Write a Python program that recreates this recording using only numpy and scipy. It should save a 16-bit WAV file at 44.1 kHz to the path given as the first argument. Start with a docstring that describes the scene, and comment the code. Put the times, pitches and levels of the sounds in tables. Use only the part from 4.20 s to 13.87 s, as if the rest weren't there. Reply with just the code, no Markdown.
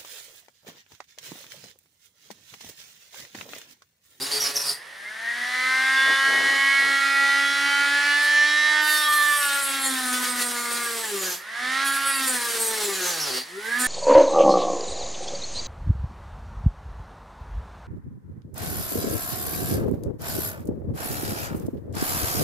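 """At a workbench, a handheld rotary tool grinds a slot in a thin panel.
Lifted clear, its mains motor spins up to a whine made of orders, whole multiples of the shaft speed,
over brush noise and bearing rattle. Pressed in, the disc rasps, rings the panel into a squeal and
chatters, while the load drags the speed below half and the shaft's shaking makes the panel boom.
Air from the motor's vents puffs across the microphone as the tool is turned."""
import sys
import numpy as np
from scipy import signal
from scipy.fft import rfft, irfft, next_fast_len
from scipy.io import wavfile

SR = 44100
rng = np.random.default_rng(int(sys.argv[2]) if len(sys.argv) > 2 else 0)


def master_out(mix):
    """Clip the mix to full scale and print it as 16-bit PCM to the path in sys.argv[1]."""
    frames = np.transpose(np.atleast_2d(mix))
    ceiling = np.clip(frames, -1, 1)
    pcm = np.round(ceiling * 32767).astype(np.int16)
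    wavfile.write(sys.argv[1], SR, pcm)


N = 426447
TIME = np.arange(N) / SR
MAINS_PULSE_HZ = 100
RATED_HZ, SETTLE_RANGE_HZ = 280, 22  # reference shaft speed; span below it over which jitter sets in
JITTER_TURNS = .013

# unloaded shaft speed: time_s, speed_hz
FREE_SPEED = [(2.9, 277), (3.7, 283.7), (4.6, 304)]
# shaft speed under load, one curve a pass: time_s, speed_hz
PASS_SPEEDS = [
    [(0, 133), (.12, 143), (.53, 140)],
    [(4.6, 304), (4.8, 302), (5.18, 291.5), (5.3, 282.5), (5.68, 267), (5.87, 251), (6.12, 247.5),
     (6.38, 239), (6.6, 238.5), (6.81, 227), (7.0, 191), (7.16, 175)],
    [(7.66, 274), (7.9, 275), (8.06, 265), (8.2, 239.6), (8.38, 228), (8.53, 222.5), (8.8, 184),
     (8.9, 176.5), (9.14, 125.5), (9.21, 127)],
    [(9.59, 249), (9.67, 253)],
]
# recovery after each pass: time_constant_s
SPIN_UP_S = [.485, .322, .328, .33]
# disc pressed on the panel: start_s, end_s, pressure (0-1), rasp_db, squeal_db
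TOUCHES = [(-.05, 0.314, 0.6, -39.5, -35), (0.333, 0.508, 0.73, -41.5, -33.5),
           (4.017, 4.032, 0.03, -58, -30.5), (4.61, 7.151, 0.93, -38, -34),
           (7.639, 7.834, 0.93, -45.5, -37), (7.845, 9.185, 1, -35.5, -34), (9.444, 9.566, 0, -55, -44),
           (9.583, 9.702, 0.8, -37.5, -29)]
# disc biting deeper: start_s, hold_s, added_squeal_db, added_rasp_db
BITES = [(0.0, 0.031, 15, -0.5), (0.11, 0.061, 6, 3.5), (0.213, 0.068, 2, 3), (0.35, 0.029, 2, 3),
         (0.453, 0.082, 5.5, 3.5), (4.677, 0.11, 2, 3), (4.925, 0.035, 3.5, 2), (5.127, .06, 4.5, -3),
         (5.2, 0.061, 5.5, -2), (5.333, 0.1, 0.5, 2), (5.41, 0.096, 6.5, -12), (5.593, 0.087, 8.5, -18),
         (5.83, 0.082, 2, 2), (5.926, 0.026, -1, 6), (6.024, 0.035, -4, 4.5), (6.155, 0.075, -4, 5.5),
         (6.514, 0.024, 8, 1), (7.642, 0.043, 10, 9), (7.72, 0.049, 8.5, 6.5), (7.845, 0.13, 6.5, -18),
         (8.058, 0.046, 5.5, -3.5), (8.381, 0.1, 7.5, -2.5), (9.594, 0.026, 6, 0)]
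# tool resting on the panel between cuts: start_s, end_s, rasp_db
RESTS = [(7.38, 7.64, -70), (9.18, 9.59, -50)]
# spectrum of the tearing panel: frequency_hz, level_db
RASP_COLOUR = [(50, -31), (200, -10), (420, 4.5), (600, -1), (900, -1), (1300, 4), (2000, 4), (2700, 4.5),
               (4200, 7.5), (7000, 2.5), (10500, 4.5), (12500, -0.5), (13500, -0.5), (15500, -3.5)]
# ridges of the cut, met on every turn: cycles_per_turn, level_db
RIDGES = [(4, 3), (10, -1.5), (52, 3), (70, -35)]
# grit round the disc's rim: cycles_per_turn, level_db
GRIT = [(.5, -9.5), (3, 7.5), (12, -13.5), (22, -19.5), (27, 1.5), (32, -2), (35, 4.5), (40, -0.5),
        (43, -6), (48, -15.5), (70, -3.5), (82, -11.5)]
# resonances of the panel: centre_hz, width_hz, boost_db
PANEL_MODES = [(4600, 390, 13.5), (5200, 78, 4), (5570, 260, 4), (6900, 260, 3.5), (7230, 250, 8.5),
               (7980, 320, 5.5), (8450, 133, 13), (8980, 180, 5), (9200, 150, 10), (10780, 1120, 13.5),
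               (12700, 280, 13.5)]
# response of the pressed panel and its box to the shaft: frequency_hz, gain_db
PANEL_BOOM = [(135, -54), (190, -46), (228, -53.5), (246, -39.5), (266, -40), (285, -58), (350, -40.5),
              (400, -27), (430, -46.5), (456, -35.5), (495, -55), (535, -64), (565, -47), (700, -69),
              (780, -38), (860, -47.5), (1080, -55.5), (1185, -30.5), (1290, -54.5), (1440, -40.5),
              (1600, -35), (1770, -34.5), (1870, -57), (1950, -33), (2040, -53), (2150, -40.5), (2400, -53)]
# orders 4 to 8 at rated speed as the tool is turned, one curve each: time_s, level_db
WHINE_LEVELS = [
    [(1.25, -37.5), (1.8, -28), (2.15, -35.5), (2.55, -32.5), (2.85, -50), (3.8, -41.5), (4.4, -41),
     (5.25, -43.5), (5.45, -41.5), (6.0, -30), (6.6, -47), (7.75, -35), (8.2, -33)],
    [(1.2, -40), (1.45, -25), (1.65, -35), (2.0, -28.5), (2.35, -42.5), (2.8, -24), (3.65, -24.5),
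     (4.2, -46), (4.5, -44), (4.65, -30.5), (5.0, -48), (5.3, -26), (5.9, -31), (7.35, -33), (7.7, -23),
     (8.2, -33)],
    [(1.2, -36), (1.7, -17), (2.5, -26), (3.1, -35), (3.75, -24.5), (4.22, -23.5), (4.55, -30),
     (4.66, -27.5), (4.82, -28.5), (5.08, -21), (5.35, -38), (7.55, -34), (7.75, -22), (8.1, -40)],
    [(.8, -27.5), (1.05, -25), (1.6, -24), (1.85, -21.5), (2.6, -21), (3.3, -25), (4.1, -40), (4.4, -38.5),
     (5.15, -43), (5.8, -25), (6.6, -35), (7.47, -18.5), (7.65, -33.5), (8.3, -22), (9.45, -18.5),
     (9.57, -19)],
    [(.9, -23), (1.2, -18), (1.7, -21.5), (1.98, -34.5), (2.15, -28), (2.5, -23.5), (3.1, -37), (3.6, -34),
     (4.5, -49), (5.35, -37.5), (7.5, -31), (7.9, -54)],
]
# direction of the whine: time_s, left_minus_right_db
WHINE_PAN = [(0.0, -2), (1.67, 1.5), (2.42, -2.5), (5.04, -5.5), (5.28, -1.5), (9.67, -7)]
# growth of buzz, cage, bearing and brush sound with speed: speed_hz, gain_db
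MOTOR_GAIN = [(130, -50), (190, -48.5), (222, -45), (245, -38), (267, -32.5), (304, -32)]
# radiation from the tool's housing: frequency_hz, gain_db
HOUSING = [(450, 4.5), (820, -6.5), (1120, -20), (1400, -4), (1850, 13), (2180, -3), (2450, -12),
           (2750, -14.5), (3100, -9.5), (3800, -11.5), (5200, -17), (7500, -28), (9500, -33), (14000, -20)]
# vibration that the rocking cage modulates: cycles_per_turn, level_db
SIDE_TONES = [(.5, -35.5), (1, -22.5), (2.4, -14), (3.3, -13.5), (5, -2.5), (6.4, 1.5), (7.5, -2),
              (9.3, -12.5), (14, -5), (20, -14), (30, -12), (48, -38)]
# cage slip, locking to a third at top speed: speed_hz, cage_turns_per_shaft_turn
CAGE_RATIO = [(268, .38), (280, .36), (290, .34), (297, 1 / 3)]
# balls rolling in the bearing: cycles_per_cage_turn, level_db
BALL_ROUGHNESS = [(5, -31.5), (12, -12), (19, 4), (27, 8), (50, 14), (70, -26), (150, -31)]
# spectrum of brush scrape and fan air: frequency_hz, level_db
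BRUSH_COLOUR = [(100, -56), (200, -33.5), (500, -23), (950, -24.5), (1300, -8.5), (1600, -18.5), (1880, -2),
                (2150, -6.5), (2550, -14.5), (3300, -12), (5000, -16), (7500, -24.5), (9500, -17.5),
                (15000, -39)]
# spectrum of the quiet workshop: frequency_hz, level_db
ROOM_COLOUR = [(25, -15), (100, -7), (250, -6), (1000, 4), (15000, -24)]
# strength of lateral reflections: frequency_hz, side_over_mid_db
STEREO_WIDTH = [(60, -6), (200, -5), (600, -6), (2000, -6.5), (5000, -12.5), (9000, -9), (14000, -5.5)]
# disc grabbing at low speed: start_s, hold_s, cycles_per_turn, level_db
SCREECHES = [(0.11, 0.024, 32.5, -24.5), (0.149, .022, 32.5, -27), (0.198, 0.058, 39.5, -26.5),
             (0.243, 0.032, 36.3, -26), (0.354, 0.016, 41, -19.5), (0.398, .035, 39, -25.5),
             (0.425, 0.054, 34, -35), (0.479, 0.017, 34.8, -23.5), (6.84, 0.054, 34, -40),
             (6.967, 0.065, 37, -38), (7.042, 0.087, 35.3, -35), (8.63, 0.03, 37, -31.5),
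             (8.713, 0.059, 36, -42), (8.809, .085, 35, -31), (8.918, .04, 35, -39),
             (8.995, 0.041, 37, -30), (9.105, 0.11, 36, -37.5)]
# one order singing out: start_s, hold_s, order, level_db
CHIRPS = [(.85, .04, 10, -36), (1.757, 0.23, 13, -33.5), (1.89, 0.68, 11, -34.5), (4.266, .27, 13, -34),
          (4.813, 0.063, 13, -32), (5.74, .07, 7, -33), (5.751, 0.051, 6, -38), (8.1, 0.036, 7, -35)]
# gusts of vent air: peak_s, half_length_s, level_db
PUFFS = [(1.904, 0.029, -35.5), (2.117, 0.046, -41), (2.237, 0.097, -37), (2.666, 0.051, -39.5),
         (3.006, 0.075, -47)]
# spectrum of those gusts: frequency_hz, level_db
PUFF_COLOUR = [(50, -26), (130, -6), (250, -0.5), (500, 5.5), (850, 2), (1500, -2), (4000, -40)]


def from_db(db):
    """Amplitude grows tenfold every 20 decibels."""
    return 10 ** (np.asarray(db) / 20)


def unit_power(x):
    """A signal divided by its RMS value has unit power."""
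    return x / np.sqrt(np.mean(x ** 2) + 1e-20)


def in_time(curve):
    """Linear interpolation gives a curve's value at every sample."""
    return np.interp(TIME, *np.transpose(curve))


def gain_at(response, frequency):
    """A frequency response runs straight between its points in decibels against log frequency."""
    axis, db = np.transpose(response)
    return from_db(np.interp(np.log(frequency + 1e-9), np.log(axis), db))


def coloured(x, response):
    """Linear filtering multiplies a spectrum by a frequency response."""
    size = next_fast_len(N)
    return irfft(rfft(x, size) * gain_at(response, np.fft.rfftfreq(size, 1 / SR)), size)[..., :N]


def drift(rate_hz, step=40):
    """Low-passed noise is a smooth random fluctuation, here of unit power."""
    pole = np.exp(-2 * np.pi * rate_hz * step / SR)
    slow = signal.lfilter([1], [1, -2 * pole, pole * pole], rng.standard_normal(N // step + 2002))[2000:]
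    return np.interp(np.arange(N) / step, np.arange(len(slow)), unit_power(slow))


def gate(start, end, attack_s, release_s):
    """A driven vibration builds and decays exponentially, between 0 and 1."""
    rise = 1 - np.exp(-np.maximum(TIME - start, 0) / attack_s)
    return rise * np.exp(-np.maximum(TIME - end, 0) / release_s)


def spread(pair):
    """Direct sound lies in the middle; uncorrelated reflections at the sides give width."""
    return pair[0] + coloured(pair[1], STEREO_WIDTH) * [[1], [-1]]


def panned(x, pan_db):
    """A level difference between the ears gives direction; positive is left."""
    return x * from_db(np.array([pan_db, -pan_db]).reshape(2, -1) / 2)


def room(x, wet_db, t60_s=0.21):
    """Reverberation: bench and walls add a dense, exponentially decaying tail."""
    t = TIME[:SR // 3]
    tail = rng.standard_normal(len(t)) * from_db(-60 * t / t60_s) * (t > .002)
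    tail = from_db(wet_db) * tail / np.linalg.norm(tail)
    return (x + signal.fftconvolve(x, tail[None], axes=1)[:, :N]) / np.sqrt(1 + from_db(2 * wet_db))


def noise(colour):
    """White noise takes on the spectrum of its filter, here in stereo."""
    return spread(unit_power(coloured(rng.standard_normal((2, N)), colour)))


def tone(turns, order):
    """An order is a sinusoid phase-locked to a rotation; unit power."""
    return np.sqrt(2) * np.sin(2 * np.pi * (order * turns + rng.random()))


def throb(cycles, depth):
    """Periodic amplitude modulation: one swell a cycle."""
    return unit_power(np.exp(depth * np.cos(2 * np.pi * cycles)))


def shake(turns, mains_depth, cage_depth, cage_ratio=0.27):
    """Amplitude modulation: chopped mains kicks each half cycle and the bearing cage rocks the motor."""
    kick = throb(MAINS_PULSE_HZ * TIME, 2.5)
    return 1 + mains_depth * (kick - kick.mean()) + cage_depth * np.cos(2 * np.pi * cage_ratio * turns)


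def revolving(turns, colour, kept, size=512):
    """Roughness that recurs each turn gives spectral lines; wear (kept below 1) broadens them."""
    fresh = rng.standard_normal((2, next_fast_len(int(turns[-1]) + 8), size))
    worn = signal.lfilter([1], [1, -kept], fresh, axis=1).reshape(2, -1)
    tracks = irfft(rfft(worn) * gain_at(colour, np.fft.rfftfreq(worn.shape[1], 1 / size)))
    return unit_power(np.array([np.interp(turns * size, np.arange(len(row)), row) for row in tracks]))


def ripple_db(hz, spacing_hz=28, depth_db=6):
    """Closely spaced panel modes make an order swell and drop out as it glides through them."""
    grid = np.arange(0, SR / 2, spacing_hz)
    return np.interp(hz, grid, depth_db * np.minimum(rng.standard_normal(len(grid)), 1))


def shaft_speed():
    """Load holds the speed down; once lifted, the motor relaxes exponentially to its free speed."""
    speed = free = in_time(FREE_SPEED)
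    for sag, spin_up_s in zip(PASS_SPEEDS, SPIN_UP_S):
        start, end = sag[0][0], sag[-1][0]
        held = np.exp(-np.maximum(TIME - end, 0) / spin_up_s)
        speed = np.where(TIME >= start, free + held * (in_time(sag) - free), speed)
    return speed


def disc_contact():
    """Contact loads the disc (0-1), couples tool to panel (0-1) and sets the rasp and squeal gains."""
    touches = np.array([gate(start, end, 0.00955, 0.022) for start, end, *_ in TOUCHES])
    rests = np.array([gate(start, end, 0.064, 0.027) for start, end, _ in RESTS])
    _, _, pressure, *levels = np.transpose(TOUCHES)
    rasp_gain, squeal_gain = from_db(levels) @ touches
    rasp_gain = rasp_gain + from_db([db for *_, db in RESTS]) @ rests
    squeal_db, rasp_db = sum(np.outer(added_db, gate(start, start + hold, 0.0011, 0.01))
                             for start, hold, *added_db in BITES)
    load = np.clip(pressure @ touches, 0, 1)
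    leaning = np.minimum(touches.sum(axis=0) + rests.sum(axis=0) / 2, 1)
    return load, leaning, rasp_gain * from_db(rasp_db), squeal_gain * from_db(squeal_db)


def rasp(turns, speed, flex_hz=1100):
    """Friction noise: torn material hisses, ridges buzz, and a harder push flexes the whole panel."""
    surface = rng.standard_normal((2, N)) + from_db(-2) * revolving(turns, RIDGES, kept=0.925)
    tearing = throb(turns, 0.077) * spread(unit_power(coloured(surface, RASP_COLOUR)))
    flex = signal.sosfilt(signal.butter(2, [110, flex_hz], "band", fs=SR, output="sos"), tearing)
    hiss = signal.sosfilt(signal.butter(2, flex_hz, "high", fs=SR, output="sos"), tearing)
    push = np.tanh(3 * (1.08 - speed / speed.max())) ** 2.1  # a slower disc is being pushed harder
    return hiss - from_db(-3) * push / push.mean() * flex


def panel_ring(x):
    """Resonance: each mode of the panel lifts a narrow band."""
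    for hz, width_hz, db in PANEL_MODES:
        x = x + (from_db(db) - 1) * signal.lfilter(*signal.iirpeak(hz, hz / width_hz, fs=SR), x)
    return x


def cutting(turns, speed, rasp_gain, squeal_gain):
    """Abrasion: an untrue disc bites hardest once a turn, giving a broad rasp and a resonant squeal."""
    grit = revolving(turns, GRIT, kept=0.97) * throb(turns, 0.22)
    grit *= shake(turns, mains_depth=0.026, cage_depth=0.076)
    squeal = squeal_gain * from_db(2 * drift(23)) * spread(unit_power(panel_ring(grit)))
    scrape = rasp_gain * (speed / RATED_HZ) ** 0.39 * from_db(6 + 1.7 * drift(19)) * rasp(turns, speed)
    return room(scrape, wet_db=-6) + room(squeal, wet_db=3)


def hum(turns, speed, load, leaning):
    """Forced vibration: the unbalanced shaft hums, and its orders boom through the panel's modes."""
    free = (1 - leaning) * np.minimum(speed / RATED_HZ, 1) ** 9.3
    unbalance = from_db(3) * (speed / RATED_HZ) ** 2
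    angle = turns + JITTER_TURNS * load * drift(38)
    out = 0
    for order in range(1, 11):
        if order < 3:
            direct, coupling = free * from_db(-46 if order == 1 else -48), leaning
        else:
            direct, coupling = 0, load * from_db((-13 if order == 3 else -4) + ripple_db(order * speed))
        boom = unbalance * coupling * gain_at(PANEL_BOOM, order * speed)
        out = out + (direct + boom) * from_db(2.5 * drift(8.9)) * tone(angle, order)
    return out


def whine(turns, speed, load, load_db=-4, flutter_db=1.68, stutter_db=3):
    """Fan and armature radiate orders that grow steeply with speed; cutting damps and shakes them."""
    dragged = np.clip((speed.max() - speed) / SETTLE_RANGE_HZ / 2, 0, 1)
    slow = np.clip((RATED_HZ - speed) / SETTLE_RANGE_HZ - 1, 0, 1)
    labouring = np.maximum(load * dragged, slow)
    mid, side = 0, 0
    for order, curve in enumerate(WHINE_LEVELS, 4):
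        db = in_time(curve) + load_db * load + flutter_db * drift(6.9)
        db += stutter_db * labouring * drift(19)
        partial = from_db(db) * tone(turns + JITTER_TURNS * labouring * drift(44), order)
        mid, side = mid + partial, side + partial * drift(0.43)
    throbbing = shake(turns, mains_depth=.1, cage_depth=.06)
    return (speed / RATED_HZ) ** 9.9 * throbbing * (mid + from_db(-16) * side * [[1], [-1]])


def buzz(turns, speed, load, waver_db=3, stutter_db=2):
    """The housing radiates the lesser orders, which grow with speed and waver as the tool moves."""
    unsettled = np.clip(load + (RATED_HZ - speed) / SETTLE_RANGE_HZ, 0, 1)
    angle = turns + JITTER_TURNS * unsettled * drift(69)
    pair = np.zeros((2, N))  # direct and reflected
    for order in [3, *range(9, 27)]:
        db = waver_db * drift(2.2) + load * (stutter_db * drift(15) + ripple_db(order * speed))
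        gain = from_db(db - 3 if order == 3 else db)
        pair += gain * tone(angle, order), gain * drift(0.63) * tone(angle, order)
    pair *= shake(turns, mains_depth=0.033, cage_depth=0.17) * (speed / speed.mean()) ** 4.54
    return from_db(-4 - 3 * load) * room(spread(coloured(pair, HOUSING)), wet_db=-9)


def cage(turns, speed, load, locked, wander_turns=.1):
    """Sidebands: the cage rocks the shaft, setting two tones between orders; locked, they growl."""
    ratio = np.interp(speed, *np.transpose(CAGE_RATIO))
    cage_turns = np.cumsum(ratio * speed) / SR + wander_turns * (1 - locked) * drift(6.4)
    across, along = revolving(turns, SIDE_TONES, kept=.97)
    rocking = (across + 1j * along) * np.exp(2j * np.pi * cage_turns)
    return from_db(-3 - 6 * load) * (speed / RATED_HZ) ** 0.83 * spread([rocking.real, rocking.imag])


def bearing(turns, speed, cage_ratio=.39):
    """Rolling contact repeats with the cage, laying a rattle of close lines between the orders."""
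    rolling = revolving(cage_ratio * turns, BALL_ROUGHNESS, kept=0.9) * throb(turns, 0.15)
    return (speed / speed.mean()) ** 0.1 * spread(coloured(rolling, HOUSING))


def brushes(turns, load):
    """Brush friction and fan air resonate in the housing, pulsing with the mains and each turn."""
    pulse = throb(MAINS_PULSE_HZ * TIME, 0.082) * throb(turns, 0.077)
    return from_db(1 - 13.5 * load) * pulse * noise(BRUSH_COLOUR)


def screeches(turns, speed, jitter=0.0452, roughness=0.64):
    """Stick-slip: the slow disc grabs in the slot, giving a rough tone and octave that follow speed."""
    start, hold, cycles_per_turn, db = np.transpose(SCREECHES)
    latest = np.maximum(np.searchsorted(start, TIME) - 1, 0)
    cycles = np.cumsum(cycles_per_turn[latest] * speed * (1 + jitter * drift(219))) / SR
    chatter = tone(cycles, order=1) + from_db(-9) * tone(cycles, order=2)
    chatter *= unit_power(1 + roughness * drift(200)) * throb(turns, 0.2)
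    chatter *= from_db(db[latest]) * gate(start[latest], (start + hold)[latest], 0.0055, 0.0088)
    return spread(np.vstack([room(chatter[None], wet_db=-2), room(chatter[None], wet_db=20)]))


def chirps(turns, judder_turns=0.0048):
    """Brief excitation: a shift of grip or a snag makes one order of the shaft sing out."""
    angle = turns + judder_turns * drift(60)
    return sum(from_db(db) * gate(start, start + hold, 0.0049, 0.0086) * tone(angle, order)
               for start, hold, order, db in CHIRPS)


def shaft_knock(turns, speed, load, worst_speed_hz=242, range_hz=19, ring_hz=1870, width_hz=380):
    """Impact excitation: near one speed the unloaded shaft knocks once a turn and rings the housing."""
    knocks = (np.diff(np.floor(turns), prepend=0) > 0) * from_db(2 * rng.standard_normal(N))
    bursts = np.convolve(knocks, np.hanning(30), "same") * rng.standard_normal((2, N))
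    mode = signal.iirpeak(ring_hz, ring_hz / width_hz, fs=SR)
    ringing = unit_power(signal.lfilter(*mode, signal.lfilter(*mode, bursts)))
    looseness = np.exp(-.5 * ((speed - worst_speed_hz) / range_hz) ** 2) * (1 - load)
    return from_db(-35 + 1.5 * drift(39)) * looseness * room(spread(ringing), wet_db=34)


def vent_puffs():
    """Turbulence: the vent's jet makes the pressure fluctuate as it sweeps over the microphone."""
    gusts = sum(from_db(db) * np.exp(-.5 * ((TIME - peak) / width) ** 2) for peak, width, db in PUFFS)
    return gusts * noise(PUFF_COLOUR)


def scene(free_wobble=0.000545, load_wobble=.0015, lock_hz=293, lock_range_hz=2):
    """Superposition: motor and panel follow one shaft angle; vent air and room noise add to them."""
    speed = shaft_speed()
    load, leaning, rasp_gain, squeal_gain = disc_contact()
    turns = np.cumsum(speed * (1 + (free_wobble + load_wobble * load) * drift(20))) / SR
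    locked = (1 + np.tanh((speed - lock_hz) / lock_range_hz)) / 2  # loose rattle gives way to a growl
    loose = from_db(-3 * locked) * (bearing(turns, speed) + brushes(turns, load))
    body = buzz(turns, speed, load) + cage(turns, speed, load, locked) + loose
    body = gain_at(MOTOR_GAIN, speed) * body + shaft_knock(turns, speed, load)
    singing = room(whine(turns, speed, load), wet_db=-17)
    motor = panned(singing, in_time(WHINE_PAN)) + panned(body, pan_db=-1.5)
    disc = cutting(turns, speed, rasp_gain, squeal_gain) + screeches(turns, speed) + chirps(turns)
    panel = panned(hum(turns, speed, load, leaning), pan_db=2.5) + panned(disc, pan_db=-0.9)
    return motor + panel + vent_puffs() + from_db(-54) * noise(ROOM_COLOUR)


def record(dry, cutoff_hz=15800):
    """Band limiting: a steep low-pass filter removes the highest treble."""
    return signal.sosfilt(signal.ellip(12, .1, 90, cutoff_hz, fs=SR, output="sos"), dry)


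dry = scene()
out = record(dry)
master_out(out)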